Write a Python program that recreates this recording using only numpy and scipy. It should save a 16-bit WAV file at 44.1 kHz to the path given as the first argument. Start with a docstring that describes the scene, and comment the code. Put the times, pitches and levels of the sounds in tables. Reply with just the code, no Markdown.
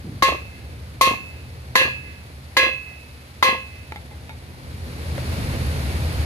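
"""Night street: an engine idles nearby, and a soft low bump opens the scene.
Five hammer blows hit a lying iron pipe; after each it rings, hops and thuds back on the ground.
Meanwhile a far vehicle passes, gathering speed. A few light tool knocks follow.
The recorder's gain control holds the street down during the hammering and lets it swell afterwards."""
import sys
import numpy as np
from scipy import signal
from scipy.fft import rfft, irfft, next_fast_len
from scipy.io import wavfile
from scipy.ndimage import uniform_filter1d, minimum_filter1d

SR = 44100
rng = np.random.default_rng(int(sys.argv[2]) if len(sys.argv) > 2 else 0)


def store_pcm(level_fs):
    """Save levels as 16-bit WAV."""
    pcm = np.round(np.clip(level_fs, -1, 1) * 32767).astype(np.int16)
    wavfile.write(sys.argv[1], SR, np.atleast_2d(pcm).T)


N = 275618
TIME_S = np.arange(N) / SR
RING_TIME_S = TIME_S[:SR]
PORT_DELAY_S = 0.00013  # between the microphone's two ports

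# traffic noise: (frequency [Hz], density [dB])
STREET_SPECTRUM = [(15, -38), (25, -23), (42, -21), (56, -6.5), (76, 0.5), (200, -13), (373, -19.5),
                   (516, -19), (620, -22), (1370, -27.5), (2280, -26), (3200, -32), (4400, -30),
                   (5500, -36.5), (7310, -41), (10100, -38.5), (12200, -40), (16000, -67)]
# traffic noise, left-right likeness: (frequency [Hz], coherence [0-1])
STREET_COHERENCE = [(60, 0.92), (200, 0.93), (500, 0.94), (1500, 0.31), (5000, 0.2), (15000, 0.54)]
# traffic noise balance: (frequency [Hz], L-R [dB])
STREET_BALANCE = [(60, 0), (1300, 0), (2400, -2), (4400, 5.5), (8100, -5), (15000, -12)]
# idling engine: (order [multiple of the firing cycle], level [dB])
ENGINE_ORDERS = [(3, -23), (5, -44), (6, -2.5), (7, -1.5), (10, -15.5), (11, -8), (12, -21.5), (15, -26.5),
                 (21, -15)]
# opening bump: (frequency [Hz], density [dB])
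BUMP_SPECTRUM = [(40, -30), (65, -3), (105, 1), (150, -9), (300, -16), (700, -40), (3000, -67)]
# tool knocks: (time [s], level [dB], pitch [ratio], t60 [s], tilt [dB/octave])
TOOL_KNOCKS = [(3.921, -5.5, 1.01, 0.035, -2.5), (3.959, -16.5, 0.98, 0.082, 4), (4.11, -27, 0.97, 0.2, 0),
               (4.293, -18, 1.03, 0.096, 4), (5.179, -12, 0.64, 0.049, -8)]
# tool body: (frequency [Hz], level [dB])
TOOL_MODES = [(850, -1.5), (905, -13), (1380, -17), (1690, -18.5), (2140, -7.5), (2350, -19), (3630, -17)]
# hammer blows: (time [s], ring [dB], main note [dB], frequency favoured by the struck spot [Hz],
# shove and landing [dB], crack [dB], treble [dB])
HAMMER_BLOWS = [(0.2229, -10.5, 3, 2030, 2.5, -8.5, 0), (1.0108, -10, 3.5, 2310, 1.5, -12.5, 6),
                (1.7539, -4.5, -12.5, 1860, -2, -1.5, 3), (2.5672, -4, -4, 2120, -2, -12, -2),
                (3.4256, -8.5, 1, 2030, -1.5, -1.5, -1)]
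# steel meeting iron: (frequency [Hz], density [dB])
CRACK_SPECTRUM = [(60, -38), (250, -4), (600, 2), (1050, -2.5), (1450, -4), (2000, 3), (2800, -6),
                  (8000, -27), (16000, -27)]
# struck spot, heavily damped: (frequency [Hz], level [dB], t60 [s])
CLACK_MODES = [(818, -11.5, 0.069), (1034, 3.5, 0.057), (1320, 0, 0.025), (2064, -16.5, 0.054)]
# faint long shimmer: (frequency [Hz], level [dB], t60 [s])
SHIMMER_MODES = [(7340, -37, .7), (12490, -33, .65)]
# pipe modes, building as the blow spreads; close pairs beat:
# (frequency [Hz], level [dB], t60 [s], swell [s])
PIPE_MODES = [(1030, -11, .3, .001), (1626, -19, .33, .001), (1669, 1, .31, .004), (1771, -11, .3, .001),
              (1943, -12, .3, .001), (2046, -2, .27, .001), (2091, -7, .3, .004), (2376, -12, .34, .001),
              (2486, -3, .36, .015), (2589, -11, .85, .03), (2596, -15, .5, .03), (2649, 2, .33, .035),
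              (2751, -1, .3, .035), (2950, -6, .3, .01), (3222, -15, .3, .002), (3365, -6, .27, .008),
              (3521, -11, .26, .002), (3973, -6, .25, .002), (4048, -13, .3, .002), (4167, -9, .27, .002),
              (4382, -11, .25, .002), (4791, -14, .26, .002), (6010, -22, .24, .002)]
# envelope of the high wall modes: (frequency [Hz], level [dB])
WALL_SPECTRUM = [(2200, -19), (2700, -15.5), (3700, -8.5), (4600, -9), (5500, -14.5), (6300, -11),
                 (8000, -25), (11500, -17), (15000, -24.5)]
# pipe rattling on the ground: (frequency [Hz], density [dB])
RATTLE_SPECTRUM = [(60, -9), (240, -6), (500, 4), (800, -6.5), (1150, 6), (1480, -9.5), (2000, 4.5),
                   (2700, 2.5), (4500, -12.5), (8000, -26), (16000, -50)]
# decay of rattle and wall modes: (frequency [Hz], t60 [s])
CLANG_DECAY = [(200, 0.29), (1000, 0.31), (2700, 0.28), (5000, 0.14), (9000, 0.16), (15000, 0.079)]
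# pipe landings: (time after the blow [s], level [dB])
PIPE_LANDINGS = [(.061, 0), (.098, -3), (0.121, -8.5)]
# thud of a shove or landing: (frequency [Hz], density [dB])
THUD_SPECTRUM = [(60, -22), (150, -1), (260, 2), (480, 3.5), (800, -4.5), (1150, 5.5), (1700, -50),
                 (6000, -51)]
# hammer and tool balance: (frequency [Hz], L-R [dB])
WORK_BALANCE = [(500, -1), (1100, 5.5), (2600, -4.5), (4200, 5), (6500, -3), (15000, -5.5)]


def gain_of(db):
    """Decibels to amplitude."""
    return 10 ** (np.asarray(db) / 20)


def unit_rms(x):
    """Scales to rms 1."""
    return x / np.sqrt(np.mean(x ** 2) + 1e-20)


def curve_at(points, hz):
    """Interpolates over log frequency."""
    points_hz, value = np.transpose(points)
    return np.interp(np.log(hz + 1), np.log(points_hz + 1), value)


def add(mix, at_s, sound):
    """Mixes in a stereo sound."""
    part = mix[:, max(round(at_s * SR), 0):][:, :sound.shape[1]]
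    part += sound[:, :part.shape[1]]


def wander(cutoff_hz):
    """Low-passed random drift, rms 1."""
    hz = np.fft.rfftfreq(N, 1 / SR)
    return unit_rms(irfft(rfft(rng.standard_normal(N)) * np.exp(-(hz / cutoff_hz) ** 2), N))


def pan(x, balance):
    """Left-right balance per frequency."""
    size = next_fast_len(N + SR)
    side_db = np.array([[.5], [-.5]]) * curve_at(balance, np.fft.rfftfreq(size, 1 / SR))
    return irfft(rfft(x, size) * gain_of(side_db), size)[:, :N]


def noise_pair(spectrum, coherence, delay_s=PORT_DELAY_S, size=SR):
    """Partly coherent coloured noise at two ports, the right offset by delay_s."""
    hz = np.fft.rfftfreq(size, 1 / SR)
    left, other = np.exp(2j * np.pi * rng.random((2, len(hz))))
    shared = np.clip(curve_at(coherence, hz), 0, 1)
    right = (shared * left + np.sqrt(1 - shared ** 2) * other) * np.exp(-2j * np.pi * hz * delay_s)
    return unit_rms(irfft(np.array([left, right]) * gain_of(curve_at(spectrum, hz)), size))


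def burst(spectrum, peak_s):
    """Contact noise: swells until peak_s, then dies."""
    age = RING_TIME_S / peak_s
    sound = noise_pair(spectrum, [(300, 1.0), (6000, 0.84)]) * age * np.exp(-age)
    return sound / np.sqrt(np.mean(sound ** 2) / peak_s)


def chatter(rate_hz=400, memory=0.52):
    """Fast unevenness of the pipe shaking against the ground, rms 1."""
    steps = signal.lfilter([1], [1, -memory], rng.standard_normal((2, 1000)))
    ports = [np.interp(RING_TIME_S * rate_hz, np.arange(len(row)), row) for row in steps]
    return unit_rms(np.array(ports))


def ring(hz, db, t60_s, swell_s=0.0051, delay_s=PORT_DELAY_S, rough=0, spread_db=0.16, spread_turns=0.07):
    """One decaying mode, slightly different at each port; rough sets the chatter depth."""
    t = np.maximum(RING_TIME_S - np.array([[0], [delay_s]]), 0)
    level_draw, phase_draw = rng.standard_normal((2, 2, 1))
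    sway, jitter = (rough * chatter(), rough * chatter()) if rough else (0, 0)
    turns = hz * t + rng.random() + spread_turns * phase_draw
    wave = (1 + sway) * np.sin(2 * np.pi * turns + jitter)
    return gain_of(db + spread_db * level_draw - 60 * t / t60_s) * wave * (1 - np.exp(-t / swell_s))


def lull(t, centre_s=3.12, half_width_s=0.98):
    """Shape of a smooth dip in the low rumble, 0-1."""
    return np.exp(-((t - centre_s) / half_width_s) ** 2)


def street(level_db=-26, lull_db=-7.6, lull_below_hz=400, patchy_db=0.2, flutter_db=.5):
    """Traffic rumble and hiss, drifting in patches."""
    noise = noise_pair(STREET_SPECTRUM, STREET_COHERENCE, delay_s=-0.0003, size=N)
    hz, t, bins = signal.stft(noise, SR, nperseg=1024)
    low_share = (lull_below_hz ** 2 / (hz ** 2 + lull_below_hz ** 2))[:, None]
    patches = uniform_filter1d(rng.standard_normal(bins.shape[1:]), 10, axis=0)
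    patches = unit_rms(uniform_filter1d(patches, 8, axis=1))
    bins = bins * gain_of(lull_db * low_share * lull(t) + patchy_db * patches)
    return gain_of(level_db + flutter_db * wander(49)) * signal.istft(bins, SR, nperseg=1024)[1][:, :N]


def far_vehicle(rms_db=-30, start_hz=100.3, rise_hz_per_s=13, pass_s=1.64, half_width_s=0.53):
    """Exhaust note climbing steadily, loudest as the vehicle passes."""
    hz = start_hz + rise_hz_per_s * TIME_S
    nearness = 1 / (1 + ((TIME_S - pass_s) / half_width_s) ** 2)
    exhaust = np.sqrt(2) * np.sin(2 * np.pi * np.cumsum(hz) / SR)
    return gain_of(rms_db) * nearness * (1 + 0.067 * wander(3.9)) * exhaust


def idling_engine(level_db=-29, cycle_hz=11.72, speed_drift=0.00316, unevenness=0.15, lull_db=-4):
    """Low, wavering orders of the firing cycle."""
    cycles = np.cumsum(cycle_hz * (1 + speed_drift * wander(1.88))) / SR
    out = np.zeros(N)
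    for order, db in ENGINE_ORDERS:
        rms = gain_of(db) * (1 + unevenness * wander(1.9))
        out += rms * np.sqrt(2) * np.sin(2 * np.pi * (order * cycles + rng.random()))
    return gain_of(level_db + lull_db * lull(TIME_S)) * out


def bump(at_s=0.029, level_db=-14):
    """One dull, low bump."""
    out = np.zeros((2, N))
    add(out, at_s, gain_of(level_db) * burst(BUMP_SPECTRUM, peak_s=0.04))
    return out


def echoes(x, near_db=-11, near_t60_s=0.32, far_db=-47, far_s=0.312, far_spread_s=0.079):
    """Scatter from the ground and a parked truck, then a thin echo from house fronts."""
    taps = rng.choice([-1., 1.], (2, SR)) * (rng.random((2, SR)) < 2000 / SR)
    near = taps * gain_of(-60 * RING_TIME_S / near_t60_s) * (RING_TIME_S > .004)
    band = signal.butter(3, [1500, 2900], "band", fs=SR, output="sos")
    far = signal.sosfilt(band, taps) * np.exp(-((RING_TIME_S - far_s) / far_spread_s) ** 2)
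    response = (gain_of(near_db) * unit_rms(near) + gain_of(far_db) * unit_rms(far)) / np.sqrt(SR)
    return signal.fftconvolve(x, response, axes=1)[:, :N]


def tools(tick_db=-3):
    """Handled tools: a contact tick plus damped body modes."""
    out = np.zeros((2, N))
    lowest_hz = TOOL_MODES[0][0]
    for at_s, knock_db, pitch, t60_s, tilt_db in TOOL_KNOCKS:
        body = sum(ring(hz * pitch, db + tilt_db * np.log2(hz / lowest_hz), t60_s)
                   for hz, db in TOOL_MODES)
        tick = gain_of(tick_db + tilt_db) * burst(CRACK_SPECTRUM, peak_s=0.0012)
        add(out, at_s, gain_of(knock_db) * (body + tick))
    return out


def rattle(rise_s=0.00047):
    """The pipe chatters on the ground as the blow dies away."""
    noise = noise_pair(RATTLE_SPECTRUM, [(400, 0.79), (2500, 0.13), (10000, 0.11)])
    hz, t, bins = signal.stft(noise, SR, nperseg=256)
    decay = gain_of(-60 * t / curve_at(CLANG_DECAY, hz)[:, None])
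    return signal.istft(bins * decay, SR, nperseg=256)[1][:, :SR] * (1 - np.exp(-RING_TIME_S / rise_s))


def wall_clangs(count=240, unshared=2.14, rise_s=0.0049):
    """Close-set pipe wall modes, excited in a new mixture for each blow."""
    span_hz = [WALL_SPECTRUM[0][0], WALL_SPECTRUM[-1][0]]
    hz = np.interp(np.arange(count) + rng.random(count), [0, count], span_hz)
    t = RING_TIME_S[:SR // 2]
    t60_s = curve_at(CLANG_DECAY, hz) * rng.uniform(.7, 1.25, count)
    modes = np.exp(np.outer(2j * np.pi * hz - np.log(1000) / t60_s, t)) * (1 - np.exp(-t / rise_s))
    real, imag = rng.standard_normal((2, len(HAMMER_BLOWS), 3, count))
    mixture = real + 1j * imag  # per blow: shared, left, right
    port_lag = np.exp(-2j * np.pi * np.outer([0, PORT_DELAY_S], hz))
    ports = (mixture[:, :1] + unshared * mixture[:, 1:]) * port_lag
    clangs = ((ports * gain_of(curve_at(WALL_SPECTRUM, hz))) @ modes).real / np.sqrt(count)
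    return np.pad(clangs, [(0, 0), (0, 0), (0, SR - len(t))])


def pipe_ring(tuning, level_db, spot_hz, lift_db=6, spot_octaves=0.19):
    """Ringing pipe modes; the struck spot favours those near spot_hz."""
    out = np.zeros((2, SR))
    for hz, db, t60_s, swell_s in PIPE_MODES:
        spot_db = lift_db * np.exp(-(np.log2(hz / spot_hz) / spot_octaves) ** 2)
        out += ring(hz * tuning, level_db + db + spot_db, t60_s, swell_s, rough=.26)
    return out


def main_note(hz, db, choke_db=-10, choke_at_s=0.1264, choke_ramp_s=0.0077):
    """The pipe's main mode, choked by its last landing."""
    choke = gain_of(choke_db * np.clip((RING_TIME_S - choke_at_s) / choke_ramp_s, 0, 1))
    return choke * ring(hz, db, t60_s=0.27, delay_s=0.00012, rough=.18)


def hammer(pipe_db=8, note_db=8, rattle_db=-2, wall_db=10, crack_db=2, clack_db=15, thud_db=-5,
           shove_db=-3, note_hz=1073, bending_hz=525, treble_hz=6000, sharp_share=0.0084, settle_s=1.7):
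    """Each blow cracks, rings the pipe and makes it hop and land."""
    out = np.zeros((2, N))
    high_pass = signal.butter(1, treble_hz, "high", fs=SR, output="sos")
    for blow, clang in zip(HAMMER_BLOWS, wall_clangs()):
        at_s, ring_db, main_db, spot_hz, hop_db, hard_db, treble_db = blow
        tuning = 1 + sharp_share * np.exp(-(at_s / settle_s) ** 2)  # sharp until the pipe beds down
        # an edge blow is brighter
        clang = clang + (gain_of(treble_db) - 1) * signal.sosfilt(high_pass, clang)
        sound = gain_of(crack_db + hard_db) * burst(CRACK_SPECTRUM, peak_s=0.00065)
        sound += sum(ring(hz, clack_db + hard_db + db, t60_s) for hz, db, t60_s in CLACK_MODES)
        sound += gain_of(wall_db) * clang + gain_of(rattle_db) * rattle()
        sound += main_note(note_hz * tuning, note_db + main_db)
        # shoving the whole pipe thumps and starts its lowest bending mode
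        sound += gain_of(shove_db + hop_db) * burst(THUD_SPECTRUM, peak_s=0.0038)
        sound += ring(bending_hz * tuning, db=0, t60_s=.28, swell_s=.012, rough=.18)
        sound += sum(ring(hz, db + .5 * treble_db, t60_s) for hz, db, t60_s in SHIMMER_MODES)
        sound += pipe_ring(tuning, pipe_db + ring_db, spot_hz)
        add(out, at_s, sound)
        for after_s, db in PIPE_LANDINGS:
            landing_s = at_s + after_s + rng.normal(0, 0.00035)
            add(out, landing_s, gain_of(thud_db + hop_db + db) * burst(THUD_SPECTRUM, peak_s=0.0033))
    return out


def scene():
    """Work on the pipe and its echoes, over the street."""
    work = hammer() + tools()
    foreground = pan(work + echoes(work), WORK_BALANCE)
    return foreground + pan(street(), STREET_BALANCE) + idling_engine() + far_vehicle() + bump()


def release(cut_db, db_per_s):
    """Gain cut with instant onset and steady recovery."""
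    fall_db = TIME_S * db_per_s
    return np.maximum.accumulate(cut_db + fall_db) - fall_db


def record(dry, threshold_db=-12, depth_db=13, start_cut_db=8, hold_s=1.056, limit_db=-12,
           attack_s=.006, cutoff_hz=15900):
    """Slow gain control with hold, fast limiter, soft clip, low-pass."""
    power_db = 10 * np.log10(abs(uniform_filter1d((dry ** 2).mean(0), size=160)) + 1e-12)
    cut_db = np.clip(power_db - threshold_db, 0, depth_db)
    cut_db[0] = start_cut_db  # gain starts low
    hold = int(hold_s * SR)
    held_db = -minimum_filter1d(-cut_db, hold, origin=(hold - 1) // 2)
    slow_db = release(held_db, db_per_s=16)
    fast_db = release(np.maximum(power_db - slow_db - limit_db, 0), db_per_s=220)
    pole = np.exp(-1 / (attack_s * SR))  # a blow's first cycles slip through
    fast_db = signal.lfilter([1 - pole], [1, -pole], fast_db)
    clipped = np.tanh(dry * gain_of(-uniform_filter1d(slow_db, size=64) - fast_db))
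    low_pass = signal.firwin(255, cutoff_hz, window=("kaiser", 9), fs=SR)
    return signal.oaconvolve(clipped, low_pass[None], "same")


dry = scene()
out = record(dry)
store_pcm(out)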